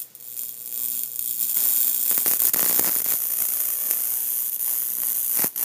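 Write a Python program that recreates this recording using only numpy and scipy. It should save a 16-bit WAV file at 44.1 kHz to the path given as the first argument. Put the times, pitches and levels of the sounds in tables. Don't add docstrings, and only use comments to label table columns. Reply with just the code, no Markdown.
import sys
import numpy as np
from scipy import signal
from scipy.fft import rfft, irfft
from scipy.io import wavfile

SR = 44100
rng = np.random.default_rng(int(sys.argv[2]) if len(sys.argv) > 2 else 0)


def transcribe(u):
    v = np.clip(np.atleast_2d(u).T, -1, 1)
    q = np.round(v * 32767).astype(np.int16)
    wavfile.write(sys.argv[1], SR, q)


N = 248724
MAINS_HZ = 60

# frequency in Hz, relative density in dB per Hz.
FIZZ_SPECTRUM = [(800, -40), (2000, -36.5), (3450, -19), (5500, -19.5), (6900, -9.5), (9500, -8),
                 (12000, -4.5), (14300, 0), (15400, -4.5)]
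# centre in Hz, width in Hz, gain in dB.
CAGE_FIRST_PLACE = [(2450, 300, 5), (2950, 250, -6), (4050, 200, -11), (4820, 250, -6), (6250, 600, -10),
                    (7850, 250, -14), (8790, 300, -6), (9560, 150, -6), (10160, 220, -13),
                    (11030, 200, -16), (11970, 180, -15), (12750, 350, -15), (13400, 900, -4),
                    (14400, 400, 3), (14820, 200, -6)]
# centre in Hz, width in Hz, gain in dB.
BODY_BAND = [(3670, 1270, -9.5)]


def from_db(db):
    return 10 ** (np.asarray(db) / 20)


def rms_one(x):
    return x / np.sqrt(np.mean(x ** 2) + 1e-20)


def in_time(rows, t):
    s, *columns = np.transpose(rows)
    return [np.interp(t, s, c) for c in columns]


def colour(x, spectrum, cage=()):
    hz = np.linspace(1, SR / 2, 2049)
    points_hz, points_db = np.array(spectrum).T
    db = np.interp(np.log(hz), np.log(points_hz), points_db)
    db = db + sum(gain / (1 + (2 * (hz - centre) / width) ** 2) for centre, width, gain in cage)
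    cepstrum = irfft(np.log(from_db(db)))
    cepstrum[1:2048] *= 2
    cepstrum[2049:] = 0
    response = irfft(np.exp(rfft(cepstrum)))
    return signal.fftconvolve(x, rms_one(response) / 64)[:N]


def arc():
    # time in seconds, fizz level in dB before the variations.
    strength = [(0, -23.5), (.15, -32), (.33, -29.5), (.39, -23), (.56, -30), (.7, -25), (.8, -19),
                (.95, -18.5), (1.04, -24.5), (1.1, -25.5), (1.15, -25.5), (1.19, -24), (1.3, -18),
                (1.37, -24.5), (1.43, -15), (1.46, -20.5), (1.5, -22.5), (1.57, -16.5), (1.87, -17),
                (2.0, -20), (2.1, -17.5), (2.23, -21), (2.3, -19.5), (2.48, -20), (2.62, -20), (2.88, -20),
                (2.93, -23.5), (3.12, -19), (3.16, -20.5), (3.6, -19.5), (4.4, -21), (4.58, -23),
                (4.68, -19), (4.95, -23.5), (5.08, -19), (5.28, -21.5), (5.36, -18), (5.46, -18.5),
                (5.5, -25.5), (5.64, -19)]
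    # time in seconds, nominal burn on the upswing and on the downswing
    # in ms, upswing over downswing in the fizz and in the sputter in dB, sputter level at middling
    # strength in dB, throb over fizz in dB before its spectrum shapes it.
    stages = [(.05, 2.9, 2.6, 7, 3, -64, -45), (.2, 1.58, 1.74, -2.5, 0, -78, -43.5),
              (.75, 0.95, 1.5, -2, -22, -67, -39.5), (.92, 1.77, 2.5, 2.5, -14, -71, -37.5),
              (1.15, 1.36, 1.52, -1, -11, -68, -41), (1.33, 1.56, 3.1, -2, -3, -76, -38),
              (1.45, 3.2, 5.4, 2, -4, -63, -32.5), (1.6, 5.7, 8.7, 1.5, 3, -50.5, -33.5),
              (1.7, 6, 5.5, 0, 2, -53, -34), (2.02, 4.8, 10, -3, -20, -58.5, -31),
              (2.1, 4, 6, -6, -6, -50.5, -37), (2.2, 4.8, 6.9, 0, 10, -45.5, -32),
              (2.45, 4.7, 3.84, 2, -1.5, -43, -32), (2.58, 6, 4.1, 5, -9.5, -38, -30),
              (2.75, 5.5, 4.4, -4, -12, -42, -30), (2.9, 5.5, 4.8, 2, -5, -35.5, -32),
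              (3.0, 4.1, 4.8, 0, 3, -40.5, -42), (3.12, 5.5, 5.5, 3.5, 2, -41.5, -45),
              (3.2, 4.66, 5.16, 2.5, 13.5, -52, -38), (3.9, 5.5, 5.5, 2, 7, -46.5, -34.5),
              (4.4, 6.1, 6.8, 1.5, 3, -50.5, -51), (4.6, 6, 5.1, -3.5, -5.5, -48.5, -41),
              (5.0, 2.5, 5, 5.5, 4.5, -45, -41), (5.3, 4.1, 8.2, -5, -11, -53, -42),
              (5.38, 6.5, 6.3, 5, 8, -43, -48), (5.45, 4.6, 3.3, 1, 0, -40.5, -37),
              (5.6, 3.7, 4.8, -3, -5, -42.5, -43)]
    # time in seconds, power share of the second place on the grid 0-1,
    # weight of regular restrikes 0-1, their mean spacing in ms.
    character = [(0, 0, .92, 1.5), (1.25, 0, .9, 1.5), (1.55, 0, .35, 1.3), (2.1, 0, .25, 1.3),
                 (2.3, .3, .25, 1.4), (2.75, .4, .3, 1.4), (3.13, .65, .35, 1.5), (3.17, 1, .86, 1.5),
                 (3.3, 1, .86, 1.75), (3.5, 1, .86, 1.5), (3.75, 1, .86, 1.75), (4.05, 1, .84, 1.5),
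                 (4.22, 1, .75, 1.1), (4.45, 1, .6, 1.0), (5.64, 1, .45, 1.05)]
    # centre in Hz, width in Hz, gain in dB.
    cage_second_place = [(2800, 500, 4), (4000, 1500, -8), (5450, 700, -8), (5940, 350, 6), (6200, 150, -4),
                         (7580, 350, -14), (8250, 300, -6), (9300, 200, -10), (9650, 350, 5),
                         (10100, 250, -15), (11280, 500, 3), (12230, 450, 5), (12680, 250, -13),
                         (13350, 600, 3), (14640, 450, -10)]
    # frequency in Hz, relative density in dB per Hz.
    sputter_spectrum = [(60, -34.5), (130, -6), (300, 2), (700, 0.5), (2000, 1), (3500, -4.5), (6000, 1.5),
                        (12000, -21)]
    # frequency in Hz, relative density in dB per Hz.
    throb_spectrum = [(60, -3.5), (120, -12), (240, 5.5), (360, 1), (600, -3.5), (1200, 15), (2500, -18.5)]
    sputter_follows, middling_db = 1.9, -21
    uneven_db, steadied_db = 3, 5.1

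    t = np.arange(N) / SR
    half = (t * 2 * MAINS_HZ).astype(int)
    middle = (half + .5) / (2 * MAINS_HZ)
    luck = rng.standard_normal((half[-1] + 1, 4))[half].T
    fizz_db, = in_time(strength, middle)
    up, down, fizz_tilt, sputter_tilt, sputter_db, throb_db = in_time(stages, middle)
    sputter_db = sputter_db + sputter_follows * (fizz_db - middling_db)
    second, regular, spacing = in_time(character, middle)
    spread_db = uneven_db - steadied_db * regular
    second = np.clip(second, 0, 1)
    irregular = np.sqrt(1 - np.clip(regular, 0, 1) ** 2)
    side = np.where(half % 2 == 0, .5, -.5)

    burn, since, alive = breakdown(t, half, middle, up, down, luck)
    alive *= from_db(spread_db * luck[2])
    regular_sparks = regular * restrikes(since, burn, spacing, luck[3])

    bright = alive * from_db(fizz_db + side * fizz_tilt)
    fizz = bright * sparks(16000, 1.8) * rng.choice([-1, 1], N) * irregular
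    fizz += echoes(bright) - 0.54 * scatter(bright * regular_sparks)
    dull = alive * from_db(sputter_db + side * sputter_tilt + luck[0])
    sputter = -dull * (sparks(3500, 2.16) * irregular + regular_sparks)
    sputter += 1.05 * echoes(dull)
    throb = colour(-bright * from_db(throb_db), throb_spectrum)

    first_place = colour(fizz * np.sqrt(1 - second), FIZZ_SPECTRUM, CAGE_FIRST_PLACE)
    second_place = colour(fizz * np.sqrt(second), FIZZ_SPECTRUM, cage_second_place)
    return first_place + second_place + colour(sputter, sputter_spectrum, BODY_BAND) + throb


def breakdown(t, half, middle, up, down, luck):
    # time in seconds, change in dB.
    flares = [(.154, 7.5), (.204, -1), (.246, 3.5), (.363, -4), (.596, -2), (.379, 4.5), (.396, 2.5),
              (.438, 9), (.679, 6), (.746, 3), (1.038, 6.5), (1.163, 7), (1.196, 8), (1.229, -1),
              (1.329, 0), (1.496, 8), (1.512, 6.5), (2.104, 8), (2.404, 1.5), (2.421, 3.5), (2.454, 4.5),
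              (2.471, 4.5), (2.487, 3), (2.537, 4), (2.663, 1), (2.796, 5), (2.954, 5), (3.062, -0.5),
              (3.404, 4.5), (3.421, 4.5), (3.913, 8.5)]
    # start in seconds, length in seconds, change in dB.
    breaks = [(.033, .117, -17), (.167, .033, -10), (.217, .008, -14), (1.2, .008, -23), (1.533, .008, -14),
              (2.242, .008, -8), (2.375, .017, -10), (2.408, .008, -6), (2.5, .033, -35), (2.55, .008, -20),
              (2.8, .008, -13), (3.008, .008, -27), (3.025, .017, -46), (3.067, .008, -5), (4.5, .017, -11),
              (4.567, .025, -12.5), (5.133, .008, -10), (5.483, .075, -16), (5.567, .008, -8)]
    strike_ms, strike_per_burn = .42, .19
    strike = strike_ms + strike_per_burn * np.minimum((up + down) / 2, 6)
    burn = np.where(half % 2 == 0, up, down)
    burn = np.clip(burn * np.exp(.035 * (burn - 1.5) * luck[0]), 1.2, 6.4)
    strike = strike + .03 * np.clip(burn - 2.0, 0, 9) * luck[1]
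    since_crossing = (t - middle) * 1000 + 250 / MAINS_HZ
    since = since_crossing - strike
    alive = np.clip(since / .6, 0, 1) * np.clip((burn - .2 - since) / .4, 0, 1)
    alive *= np.sqrt(500 / MAINS_HZ / burn)
    change_db = np.zeros(half[-1] + 1)
    change_db[[int(s * 2 * MAINS_HZ) for s, db in flares]] = np.array(flares)[:, 1]
    breaks_db = sum(db * ((middle > s) & (middle < s + length)) for s, length, db in breaks)
    return burn, since, alive * from_db(change_db[half] + breaks_db)


def restrikes(since, burn, spacing, luck):
    interval = spacing * (1 + .02 * np.clip(burn - 2.0, 0, 9) * luck)
    step = np.floor(since / interval + .65)
    fires = np.diff(step, prepend=0) == 1
    sizes = from_db(1.2 * rng.standard_normal(N))
    return np.sqrt(spacing * SR / 1000) * fires * sizes


def sparks(per_s, spread_db):
    sizes = from_db(spread_db * np.minimum(rng.exponential(1, N), 4))
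    return rms_one(sizes * (rng.random(N) < per_s / SR))


def scatter(x, share=0.92):
    paths = [.09, .2, .34]
    for ms in paths:
        a = np.r_[1, np.zeros(round(ms * SR / 1000) - 1), -share]
        x = signal.lfilter(a[::-1], a, x + 1e-18)
    return x


def echoes(alive):
    # decay time by 60 dB in seconds, level in dB.
    decays = [(.02, -15), (.17, -8.5)]
    power = 0
    for t60, db in decays:
        r = from_db(-120 / (t60 * SR))
        power = power + from_db(2 * db) * signal.lfilter([1 - r], [1, -r], alive ** 2)
    return np.sqrt(power) * rng.standard_normal(N)


def pops():
    # time in seconds, relative crack level in dB, thud over crack in relative dB.
    bursts = [(0.4355, -37, -23), (1.661, -24, -32), (2.113, -18, -10), (2.1262, -23.5, -11),
              (2.1788, -16, -10), (2.2618, -13.5, -9), (2.2643, -23, -4), (2.2789, -21, -8),
              (2.313, -18.5, -10.5), (2.3353, -15, -12.5), (2.4214, -22, -23), (2.5444, -13.5, -12.5),
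              (2.5616, -19, -5), (2.5942, -13.5, -16), (2.6117, -26, -5), (2.6295, -13.5, -8.5),
              (2.6613, -14, -12), (2.6971, -17.5, -8), (2.7115, -17.5, -9), (2.7264, -33, -2),
              (2.748, -25, -13), (2.7615, -31, 4), (2.7942, -26.5, 12.5), (2.7968, -22.5, -4),
              (2.811, -29, 4), (2.8271, -32, 1), (2.846, -28, -2), (2.8714, -24, -3), (2.877, -24, -6),
              (2.8865, -19, -8), (2.8937, -19.5, -8), (2.962, -21, -9.5), (3.0027, -26, -6),
              (3.0201, -31, -4), (3.0622, -20.5, -9), (3.1215, -19, -29), (3.139, -25, -7.5),
              (3.4024, -35, -13), (3.4178, -41, 7), (3.9108, -17.5, -15), (3.9351, -22.5, -14),
              (5.034, -23.5, -16), (5.394, -17.5, -5.5), (5.422, -19, -15), (5.4348, -20, -26),
              (5.4431, -15, 0.5)]
    # frequency in Hz, relative density in dB per Hz.
    crack_spectrum = [(150, -16), (400, -5.5), (1000, 2), (2500, -0.5), (5500, -2), (7000, 2), (14000, -30)]
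    # frequency in Hz, level in dB, decay time by 60 dB in seconds.
    thud_modes = [(240, -9, 0.013), (446, -7, 0.0055)]
    s, crack_db, thud_db = np.transpose(bursts)
    at, luck = (s * SR).astype(int), rng.random((len(s), 2))
    dips, push = np.zeros(N), np.zeros(N)
    dips[at] = -from_db(crack_db + 19)
    early = at - (14 + 14 * luck[:, 0]).astype(int)
    dips[early] = -from_db(crack_db + 12 - 10 * luck[:, 1])
    push[at + 8] = from_db(crack_db + thud_db + 10)
    out = colour(dips, crack_spectrum, BODY_BAND) * from_db(-7)
    out += colour(dips, FIZZ_SPECTRUM, CAGE_FIRST_PLACE) * from_db(0.5)
    push = signal.sosfilt(signal.butter(2, 140, "high", fs=SR, output="sos"), push + 1e-18)
    for hz, db, t60 in thud_modes:
        r, w = from_db(-60 / (t60 * SR)), 2 * np.pi * hz / SR
        out += signal.lfilter([0, from_db(db) * np.sin(w)], [1, -2 * r * np.cos(w), r * r], push)
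    return out


def wall(x):
    t60, level_db = .03, -14
    t = np.arange(round(t60 * SR)) / SR
    tail = rng.standard_normal(len(t)) * from_db(-60 * t / t60)
    tail *= np.clip(t / 0.0031, 0, 1)
    x = signal.sosfilt(signal.butter(2, 2500, "high", fs=SR, output="sos"), x)
    return from_db(level_db) * signal.fftconvolve(x, tail / np.sqrt(np.sum(tail ** 2)))[:N]


def hum():
    # time in seconds, level at 120 Hz and at 480 Hz
    # in dB rms, drone frequency in Hz, drone level in dB rms, all ahead of the microphone.
    levels = [(0, -85, -70.5, 121.8, -67), (.75, -85, -63.5, 124, -66), (.95, -85, -64, 129, -63),
              (1.45, -84, -66, 128.5, -60), (1.65, -69, -75, 132, -76), (2.2, -62, -77, 132, -86),
              (3.3, -70, -80, 130, -90), (5.64, -81, -78, 132, -88)]
    mains_db, lamp_db, drone_hz, drone_db = in_time(levels, np.arange(N) / SR)
    out = np.zeros(N)
    for hz, db in ((2 * MAINS_HZ, mains_db), (8 * MAINS_HZ, lamp_db), (drone_hz, drone_db)):
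        cycles = np.cumsum(hz + np.zeros(N)) / SR + rng.random()
        out += np.sqrt(2) * from_db(db) * np.sin(2 * np.pi * cycles)
    return out


def night():
    # frequency in Hz, relative density in dB per Hz.
    night_spectrum = [(40, -26), (110, -4), (300, -3), (600, -8), (1300, -12.5), (2800, -12.5), (6300, -10),
                      (15000, -21)]
    return from_db(-56) * colour(rng.standard_normal(N), night_spectrum)


def scene():
    trap = arc() + pops()
    return (trap + wall(trap) + hum() + night())[None]


def record(dry):
    x = signal.sosfilt(signal.butter(2, 110, "high", fs=SR, output="sos"), dry)
    x = .04 * x + signal.sosfiltfilt(signal.ellip(8, .3, 30, 15260, fs=SR, output="sos"), x)
    return signal.sosfiltfilt(signal.ellip(8, .3, 35, 15830, fs=SR, output="sos"), x)


dry = scene()
out = record(dry)
transcribe(out)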